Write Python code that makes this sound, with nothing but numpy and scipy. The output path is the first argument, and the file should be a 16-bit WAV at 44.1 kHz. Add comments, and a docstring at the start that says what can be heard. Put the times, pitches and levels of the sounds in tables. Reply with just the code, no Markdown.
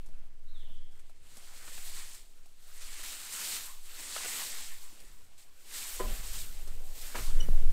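"""A springy mount under a camera sways and rumbles throughout (low sines, coloured noise), over faint air noise.
From the start needled branches are dragged off a brush pile in pulls (needles and sticks: filtered clicks and noise),
with twig snaps and, up to 5 s, boot thuds (noise bursts). A far bird calls at 0.5-0.9 s (swept sines with echoes).
A branch knocks the steel frame at 6.0 s, lightly at 6.7 s and again at 7.15 s (decaying modes, bark noise).
The mount's joint pops from 6.2 s (pushed resonances) and squeaks at 7.4 s (three partials)."""
import sys
import numpy as np
from scipy import signal
from scipy.fft import rfft, irfft, next_fast_len
from scipy.io import wavfile
from scipy.ndimage import uniform_filter1d

SR = 44100
rng = np.random.default_rng(int(sys.argv[2]) if len(sys.argv) > 2 else 0)


def int16_out(signal):
    """Quantize to a 16-bit WAV file."""
    q = np.round(np.clip(np.atleast_2d(signal).T, -1, 1) * 32767)
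    wavfile.write(sys.argv[1], SR, q.astype(np.int16))


N = 340525
T = np.arange(N) / SR

# air noise spectrum: f/Hz, relative density/dB
AIR_SHAPE = [(35, -39), (60, -18), (71, -18), (152, -8.5), (299, -9), (433, -10), (1210, -25), (2480, -18),
             (6140, -22), (9560, -54), (15600, -47)]
AIR_DB = -75.5

# bird notes: start t/s, length/s, first f/Hz, last f/Hz, warble depth/Hz, level/dB
BIRD_NOTES = [(.46, 0.08, 3900, 4070, 200, -66), (0.534, 0.061, 3950, 3190, 80, -60),
              (0.584, 0.056, 3700, 2740, 150, -62), (0.637, 0.062, 3500, 2730, 200, -65),
              (0.686, 0.052, 3500, 2914, 200, -64), (0.742, 0.062, 3450, 2950, 200, -68),
              (.80, .07, 3280, 3220, 60, -71)]
WARBLE_HZ = 69
WOOD_T60_S, WOOD_WET_DB = 0.96, 1.5

# footfalls on litter: t/s, peak level/dB, pitch f/Hz
FOOTFALLS = [(0.088, -56, 277), (0.705, -56, 221), (1.371, -59, 223), (1.991, -65, 221), (2.994, -50, 525),
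             (4.258, -41, 598), (4.927, -54, 307), (5.039, -55, 409)]

# mount motion, before random wander: t/s, sway level/dB, shaking level/dB, rumble level/dB
MOUNT_LEVELS = [(0.05, -34, -45, -68), (0.15, -29, -47.5, -61), (0.32, -34.5, -57, -70),
                (0.73, -29.5, -57, -61), (0.81, -29.5, -56, -69), (1.15, -42, -57, -70.5),
                (1.47, -39, -73, -72.5), (1.9, -36.5, -60, -65), (1.98, -36.5, -65, -67.5),
                (2.28, -50, -59, -81), (2.43, -40, -69, -75.5), (3.0, -40.5, -59, -71.5),
                (3.36, -52, -74, -71), (3.79, -40.5, -65, -73), (4.38, -51, -69, -73),
                (4.53, -36, -54, -70), (4.91, -35.5, -60, -79), (5.11, -46, -52, -71.5),
                (5.19, -41.5, -62, -75), (5.89, -45.5, -63, -75.5), (6.06, -39.5, -38.5, -53.5),
                (6.87, -25.5, -40.5, -60.5), (6.98, -33.5, -40.5, -68), (7.15, -30.5, -45, -64),
                (7.19, -33, -33, -47), (7.27, -17.5, -36, -54), (7.34, -12.5, -27, -47),
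                (7.51, -23, -28, -40), (7.55, -15.5, -30, -52), (7.68, -15, -36, -44)]
# mean sway rate: t/s, f/Hz
SWAY_RATE = [(0, 8.7), (4.25, 9.2), (4.45, 3.28), (5.45, 3.2), (5.7, 8.5), (7.72, 12.7)]
# dull pops in the mount's joint: t/s, peak level/dB, push length/ms
JOINT_POPS = [(6.191, -46, 8), (6.5, -48, 9.4), (6.71, -52, 7), (7.33, -46, 3.4), (7.422, -44, 1.47),
              (7.487, -25.5, 0.73), (7.633, -38, 1.4)]
SHUDDER_DB, BUZZ_DB = -1, -10.5  # mean shares of the shaking

# joint grips: start t/s, length/s, level before fade/dB
SQUEAK_GRIPS = [(7.4, 0.017, -41.5), (7.419, 0.034, -51)]
# squeak partials: f/Hz, relative level/dB
SQUEAK_TONES = [(2970, 0), (5830, -5), (8730, -20)]
SQUEAK_ATTACK_S, SQUEAK_FADE_DB_PER_S, SQUEAK_ROUGH_DB = 0.0035, 150, 2.5

# knocks on the frame: t/s, ring peak level/dB, favoured f/Hz, share of free ring time/0-1, bark crunch peak level/dB
FRAME_KNOCKS = [(5.994, -33, 1050, 0.95, -49), (6.0, -27.5, 380, 0.75, -33.5), (6.036, -36.5, 800, 1, -42),
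                (6.669, -51.5, 400, 0.4, -60), (7.146, -41, 485, 0.3, -34), (7.153, -43, 1520, 0.2, -30.5),
                (7.185, -41, 473, 1, -36.5)]
# frame modes: f/Hz, relative level/dB, free t60/s
FRAME_MODES = [(218, -12.5, 0.76), (380, 0.5, 0.14), (482, 5, 0.072), (610, -9.5, 0.35), (728, -2, .1),
               (1014, 5, 0.16), (1250, -10, .12), (1510, -12, 0.071), (1940, -4, 0.078), (2350, -17, .06)]
CONTACT_RISE_S, SPOT_DB_PER_OCTAVE2 = 0.0044, 11.6

# twig snaps: t/s, wood level/dB, wood pitch f/Hz, splinter peak level/dB
TWIG_SNAPS = [(0.061, -57, 743, -53), (0.087, -60, 635, -59), (0.994, -59, 1520, -54),
              (1.096, -55.5, 667, -56), (1.369, -51, 725, -45), (1.678, -41, 1330, -51),
              (1.778, -42, 1600, -52), (1.86, -52, 784, -38), (2.133, -58, 1030, -48),
              (2.146, -54, 1350, -40), (2.458, -57.5, 684, -54), (2.988, -52, 2400, -44),
              (3.323, -41, 2090, -28), (3.989, -44, 2800, -40), (4.162, -30.5, 1300, -44),
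              (4.18, -35.5, 1550, -44), (4.234, -36, 2730, -42), (4.246, -34, 1300, -35),
              (5.002, -55, 2100, -45), (6.332, -48, 2740, -39), (6.674, -48, 603, -44),
              (6.95, -68, 651, -45), (7.015, -54, 2570, -38), (7.529, -44.5, 643, -57)]
SNAP_T60_S, SNAP_RING_T60_S, SPLINTER_T60_S = 0.035, 0.068, 0.083

# pulls, before jerks: t/s, needle rustle level/dB, stick scrape minus rustle level/dB
PULL_LEVELS = [(0.03, -75, 4.5), (0.37, -80, 0.5), (0.58, -73.5, 3), (0.84, -76, -2.5), (1.21, -71, -5),
               (1.27, -62.5, -6), (1.36, -58, -7), (1.5, -55.5, -7), (1.84, -49.5, -15), (2.0, -48, -8),
               (2.16, -53, -14), (2.29, -67, -10.5), (2.55, -69, -6.5), (2.76, -55.5, -9),
               (2.99, -47.5, -10), (3.12, -45, -11), (3.29, -47.5, -11.5), (3.53, -38, -11.5),
               (3.76, -56, -9), (3.83, -59, -10), (3.98, -50, -9), (4.19, -40.5, -12), (4.4, -38.5, -9.5),
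               (4.53, -42.5, -9.5), (4.66, -47, -9.5), (4.79, -54.5, -9.5), (5.36, -68.5, -5.5),
               (5.43, -64, -18), (5.46, -70, -3), (5.52, -69.5, -4), (5.62, -62, -9.5), (5.77, -42, -12),
               (5.98, -45, -11), (6.08, -47.5, -10.5), (6.22, -49, -9), (6.41, -43.5, -18),
               (6.47, -51.5, -10), (6.79, -62, -7.5), (6.94, -56.5, -11), (7.03, -49.5, -11),
               (7.12, -49, -6.5), (7.24, -46, -5), (7.33, -55.5, -7), (7.45, -59.5, 0), (7.5, -70, 3),
               (7.58, -66, 0.5)]
# branch jerks free: t/s, jump level before settling/dB
BRANCH_JERKS = [(0.91, 6.5), (1.38, 1.5), (1.85, 0.5), (1.96, 1.5), (2.81, 5), (3.03, 6), (3.33, 5),
                (3.39, 3.5), (3.848, 3), (3.99, 2.5), (5.375, 10.5), (6.23, 5.5), (6.33, 2), (6.95, 2),
                (7.15, 5)]
JERK_RISE_S, JERK_SETTLE_S = 0.0027, 0.06  # time constants
# needle hiss spectrum: f/Hz, relative density/dB
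NEEDLE_SHAPE = [(1180, -14.5), (2000, -7.5), (2750, -4.5), (3630, -3), (4380, -2), (5900, -4.5), (8010, 1),
                (10500, -6.5), (13600, -67), (22000, -120)]
# finest needle hiss spectrum: f/Hz, relative density/dB
FINE_SHAPE = [(6180, -24.5), (10500, -17), (11200, 1.5), (13300, 6), (15600, -0.5)]
# mean finest hiss minus rustle, more as the branch swings near: t/s, level/dB
FINE_LEVEL = [(0, -8), (5.4, -6.5), (6.4, -4.5), (7.2, -3.5), (7.45, -16)]
# stick scrape spectrum: f/Hz, relative density/dB
STICK_SHAPE = [(400, -34), (800, -9), (1300, -2), (2000, -2.5), (3200, -7), (6000, -29)]
# low grind spectrum: f/Hz, relative density/dB
GRIND_SHAPE = [(180, -3), (300, -5.5), (500, -2.5), (800, -9), (1500, -23)]
# mean low grind at a hard scrape: t/s, level/dB
GRIND_LEVEL = [(0, -60.5), (.7, -58), (1.2, -66), (2, -60.5), (3.1, -69), (4.1, -63), (4.7, -69), (5, -62),
               (5.3, -65), (5.9, -70), (6.05, -52.5), (6.3, -60.5), (6.75, -54.5), (7, -59.5), (7.3, -55),
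               (7.72, -54)]
GRIND_DB_PER_SCRAPE_DB, HARD_SCRAPE_DB = 0.43, -49

TOP_HZ = 15620


def undb(db):
    """Amplitude of a level in dB."""
    return 10 ** (np.asarray(db) / 20)


def unit(x):
    """Scale to rms 1."""
    return x / np.sqrt(np.mean(x ** 2))


def curves(table):
    """Columns of a table joined by straight lines in time."""
    t_s, *columns = np.transpose(table)
    return [np.interp(T, t_s, column) for column in columns]


def colour(x, points):
    """Filter by an (f/Hz, dB) shape, straight on a log-frequency axis; rms 1."""
    hz, db = np.transpose(points)
    size = next_fast_len(len(x))
    f_hz = np.arange(size // 2 + 1) * SR / size + 1e-3  # offset avoids log(0)
    gain = undb(np.interp(np.log(f_hz), np.log(hz), db))
    return unit(irfft(rfft(x, size) * gain, size)[:len(x)])


def band(x, lo_hz, hi_hz, order=2):
    """Butterworth bandpass."""
    edges_hz = [lo_hz, min(hi_hz, .45 * SR)]
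    return signal.sosfilt(signal.butter(order, edges_hz, "bandpass", fs=SR, output="sos"), x)


def walk(rate_hz):
    """Random levels held 1 / rate and smoothed twice; rms 1."""
    k = int(SR / rate_hz)
    held = np.repeat(rng.standard_normal(N // k + 1), k)
    return unit(uniform_filter1d(uniform_filter1d(held, k), k)[:N])


def crackle(rate_hz, scatter_db):
    """Random clicks, most small and a few large; rms 1."""
    hit = rng.random(N) < rate_hz / SR
    size = np.minimum(rng.exponential(size=N), 5)
    return unit(hit * rng.choice([-1, 1], N) * undb(scatter_db * size))


def ring(hz, t60_s, seconds):
    """One decaying mode."""
    t = np.arange(int(seconds * SR)) / SR
    return np.sin(2 * np.pi * hz * t) * np.exp(-np.log(1000) * t / t60_s)


def burst(lo_hz, hi_hz, t60_s):
    """A sharp decaying noise burst in a band, cut at 80 ms; peak 1."""
    t = np.arange(int(.08 * SR)) / SR
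    decay = np.exp(-np.log(1000) * t / max(t60_s, .002))
    x = band(rng.standard_normal(len(t)) * decay, lo_hz, hi_hz)
    return x / np.abs(x).max()


def add(out, t_s, x):
    """Mix x into out from t_s on."""
    i = int(t_s * SR)
    out[i:i + len(x)] += x[:N - i]


def air():
    """Coloured noise whose level wanders slightly."""
    return undb(AIR_DB + 0.8 * walk(3.3)) * colour(rng.standard_normal(N), AIR_SHAPE)


def bird():
    """Gliding, warbled whistles, most falling, smeared by echoes among the trees."""
    out, warble = np.zeros(N), np.sin(2 * np.pi * WARBLE_HZ * T)
    for t_s, length_s, first_hz, last_hz, warble_hz, db in BIRD_NOTES:
        u = np.linspace(0, 1, int(length_s * SR))
        hz = first_hz + (last_hz - first_hz) * u + warble_hz * warble[int(t_s * SR):][:len(u)]
        whistle = np.sin(2 * np.pi * np.cumsum(hz) / SR)
        add(out, t_s, undb(db) * np.sin(np.pi * u) * whistle)
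    t = np.arange(SR) / SR
    trees = rng.standard_normal(SR) * np.exp(-np.log(1000) * t / WOOD_T60_S)
    echoes = signal.fftconvolve(out, trees / np.linalg.norm(trees))[:N]
    return out + undb(WOOD_WET_DB) * echoes


def steps():
    """A boot lands on soft ground: a short dull thud."""
    out = np.zeros(N)
    for t_s, db, hz in FOOTFALLS:
        add(out, t_s, undb(db) * burst(hz / 1.84, hz * 1.11, t60_s=0.037))
    return out


def pops():
    """Each smooth push excites four damped resonances of the loaded joint."""
    out = np.zeros(N)
    joint = 1.37 * ring(176, 0.055, .08) + 2.4 * ring(440, 0.0089, .08)
    joint = joint + 1.1 * ring(710, 0.0051, .08) + 0.74 * ring(1260, 0.0074, .08)
    for t_s, db, push_ms in JOINT_POPS:
        pop = np.convolve(np.hanning(int(push_ms * SR / 1000) + 3), joint)
        add(out, t_s, undb(db) * pop / np.abs(pop).max())
    return out


def mount():
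    """The camera sways on its spring, shudders in two stiffer modes and rumbles, each in fits; the joint pops."""
    sway_db, shake_db, rumble_db = curves(MOUNT_LEVELS)
    sway_hz = curves(SWAY_RATE)[0] * (1 + 0.1012 * walk(9.1))
    sway = np.sqrt(2) * np.sin(2 * np.pi * (np.cumsum(sway_hz) / SR + rng.random()))
    # shapes: f/Hz, relative density/dB
    shudder = colour(rng.standard_normal(N), [(10, -38), (16, 3), (20, 22), (26, 8.5), (36, -45.0)])
    buzz = colour(rng.standard_normal(N), [(22, -44), (31, -6.0), (36, 24), (44, -39.0), (60, -56), (90, -63)])
    rumble = colour(rng.standard_normal(N), [(35, -17), (55, 0.5), (80, -2.5), (120, -9), (220, -18.5),
                                             (500, -33), (1200, -65)])
    shaking = undb(SHUDDER_DB + 4.8 * walk(6.1)) * shudder + undb(BUZZ_DB + 4.1 * walk(7)) * buzz
    out = undb(sway_db + 2.3 * walk(7)) * sway
    out = out + undb(shake_db) * shaking
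    out = out + undb(rumble_db + 2.9 * walk(10)) * rumble
    return out + pops()


def squeak():
    """Each grip of the joint sings one pitch with two overtones, roughened, fading until it slips."""
    out = np.zeros(N)
    for t_s, length_s, db in SQUEAK_GRIPS:
        t = np.arange(int(length_s * SR)) / SR
        chatter = walk(290)[:len(t)]
        edges = np.clip(np.minimum(t, length_s - t) / SQUEAK_ATTACK_S, 0, 1)
        tone = sum(undb(g) * np.sin(2 * np.pi * hz * t) for hz, g in SQUEAK_TONES)
        level = undb(db - SQUEAK_FADE_DB_PER_S * t + SQUEAK_ROUGH_DB * chatter)
        add(out, t_s, np.sqrt(2) * level * edges * tone)
    return out


def frame():
    """Every knock rings the same modes, most those near the spot's pitch; wood meets steel softly, bark crunches."""
    out = np.zeros(N)
    contact = 1 - np.exp(-np.arange(SR // 2) / SR / CONTACT_RISE_S)
    for t_s, db, spot_hz, free, crunch_db in FRAME_KNOCKS:
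        modes = 0
        for hz, mode_db, t60_s in FRAME_MODES:
            gain = undb(mode_db - SPOT_DB_PER_OCTAVE2 * np.log2(hz / spot_hz) ** 2)
            modes = modes + gain * ring(hz, free * t60_s, .5)
        sound = contact * modes
        add(out, t_s, undb(db) * sound / np.abs(sound).max())
        add(out, t_s, undb(crunch_db) * burst(310, 1800, t60_s=0.12))
    return out


def twigs():
    """Each snap is a woody crack around its pitch with a spray of splinters on top."""
    out = np.zeros(N)
    for t_s, db, hz, splinter_db in TWIG_SNAPS:
        crack = burst(hz / 3.4, hz * 2.1, SNAP_T60_S)
        wood_ring = burst(hz / 1.14, hz * 1.18, SNAP_RING_T60_S)
        splinters = burst(4200, 11800, SPLINTER_T60_S)
        add(out, t_s, undb(db) * (crack + 0.45 * wood_ring) + undb(splinter_db) * splinters)
    return out


def jerks():
    """Each jerk lifts the level quickly, in dB, and lets it settle."""
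    t_s, jump_db = np.transpose(BRANCH_JERKS)
    after_s = np.maximum(T - t_s[:, None], 0)
    return jump_db @ ((1 - np.exp(-after_s / JERK_RISE_S)) * np.exp(-after_s / JERK_SETTLE_S))


def rubbing(rate_hz, scatter_db, shared, patchy_db, flicker_db):
    """Countless small contacts: half octaves have own and shared clicks plus noise, and come in patches."""
    common = crackle(rate_hz, scatter_db)
    surge = unit(walk(10) + 1.55 * walk(40))
    out = 0
    for hz in 177 * 2 ** np.arange(0, 6.6, .5):
        clicks = shared * common + crackle(rate_hz, scatter_db) + 0.48 * rng.standard_normal(N)
        part = band(clicks, hz / 2 ** .25, hz * 2 ** .25)
        out = out + part * undb(patchy_db * surge + flicker_db * walk(25.03))
    return out


def pile():
    """Needles hiss over each other while sticks scrape and grind underneath."""
    rustle_db, sticks_db = curves(PULL_LEVELS)
    rustle_db = rustle_db + jerks()
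    scrape_db = rustle_db + sticks_db
    fine_db = curves(FINE_LEVEL)[0] + 1.15 * walk(8.8)
    grind_db = curves(GRIND_LEVEL)[0] + GRIND_DB_PER_SCRAPE_DB * (scrape_db - HARD_SCRAPE_DB) + 3 * walk(8.1)
    needles = rubbing(5000, scatter_db=2.5, shared=0.28, patchy_db=1.02, flicker_db=0.8)
    sticks = rubbing(900, scatter_db=2.5, shared=0.83, patchy_db=1.03, flicker_db=2.5)
    hiss = colour(needles, NEEDLE_SHAPE) + undb(fine_db) * colour(needles, FINE_SHAPE)
    scrape = undb(scrape_db) * colour(sticks, STICK_SHAPE)
    grind = undb(grind_db) * colour(sticks, GRIND_SHAPE)
    return undb(rustle_db) * hiss + scrape + grind


def scene():
    """Sum of all sources, one channel."""
    return (air() + bird() + steps() + mount() + squeak() + frame() + twigs() + pile())[None]


def record(dry):
    """The camera cuts the top steeply: elliptic low-pass."""
    return signal.sosfilt(signal.ellip(12, .2, 90, TOP_HZ, fs=SR, output="sos"), dry)


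dry = scene()
out = record(dry)
int16_out(out)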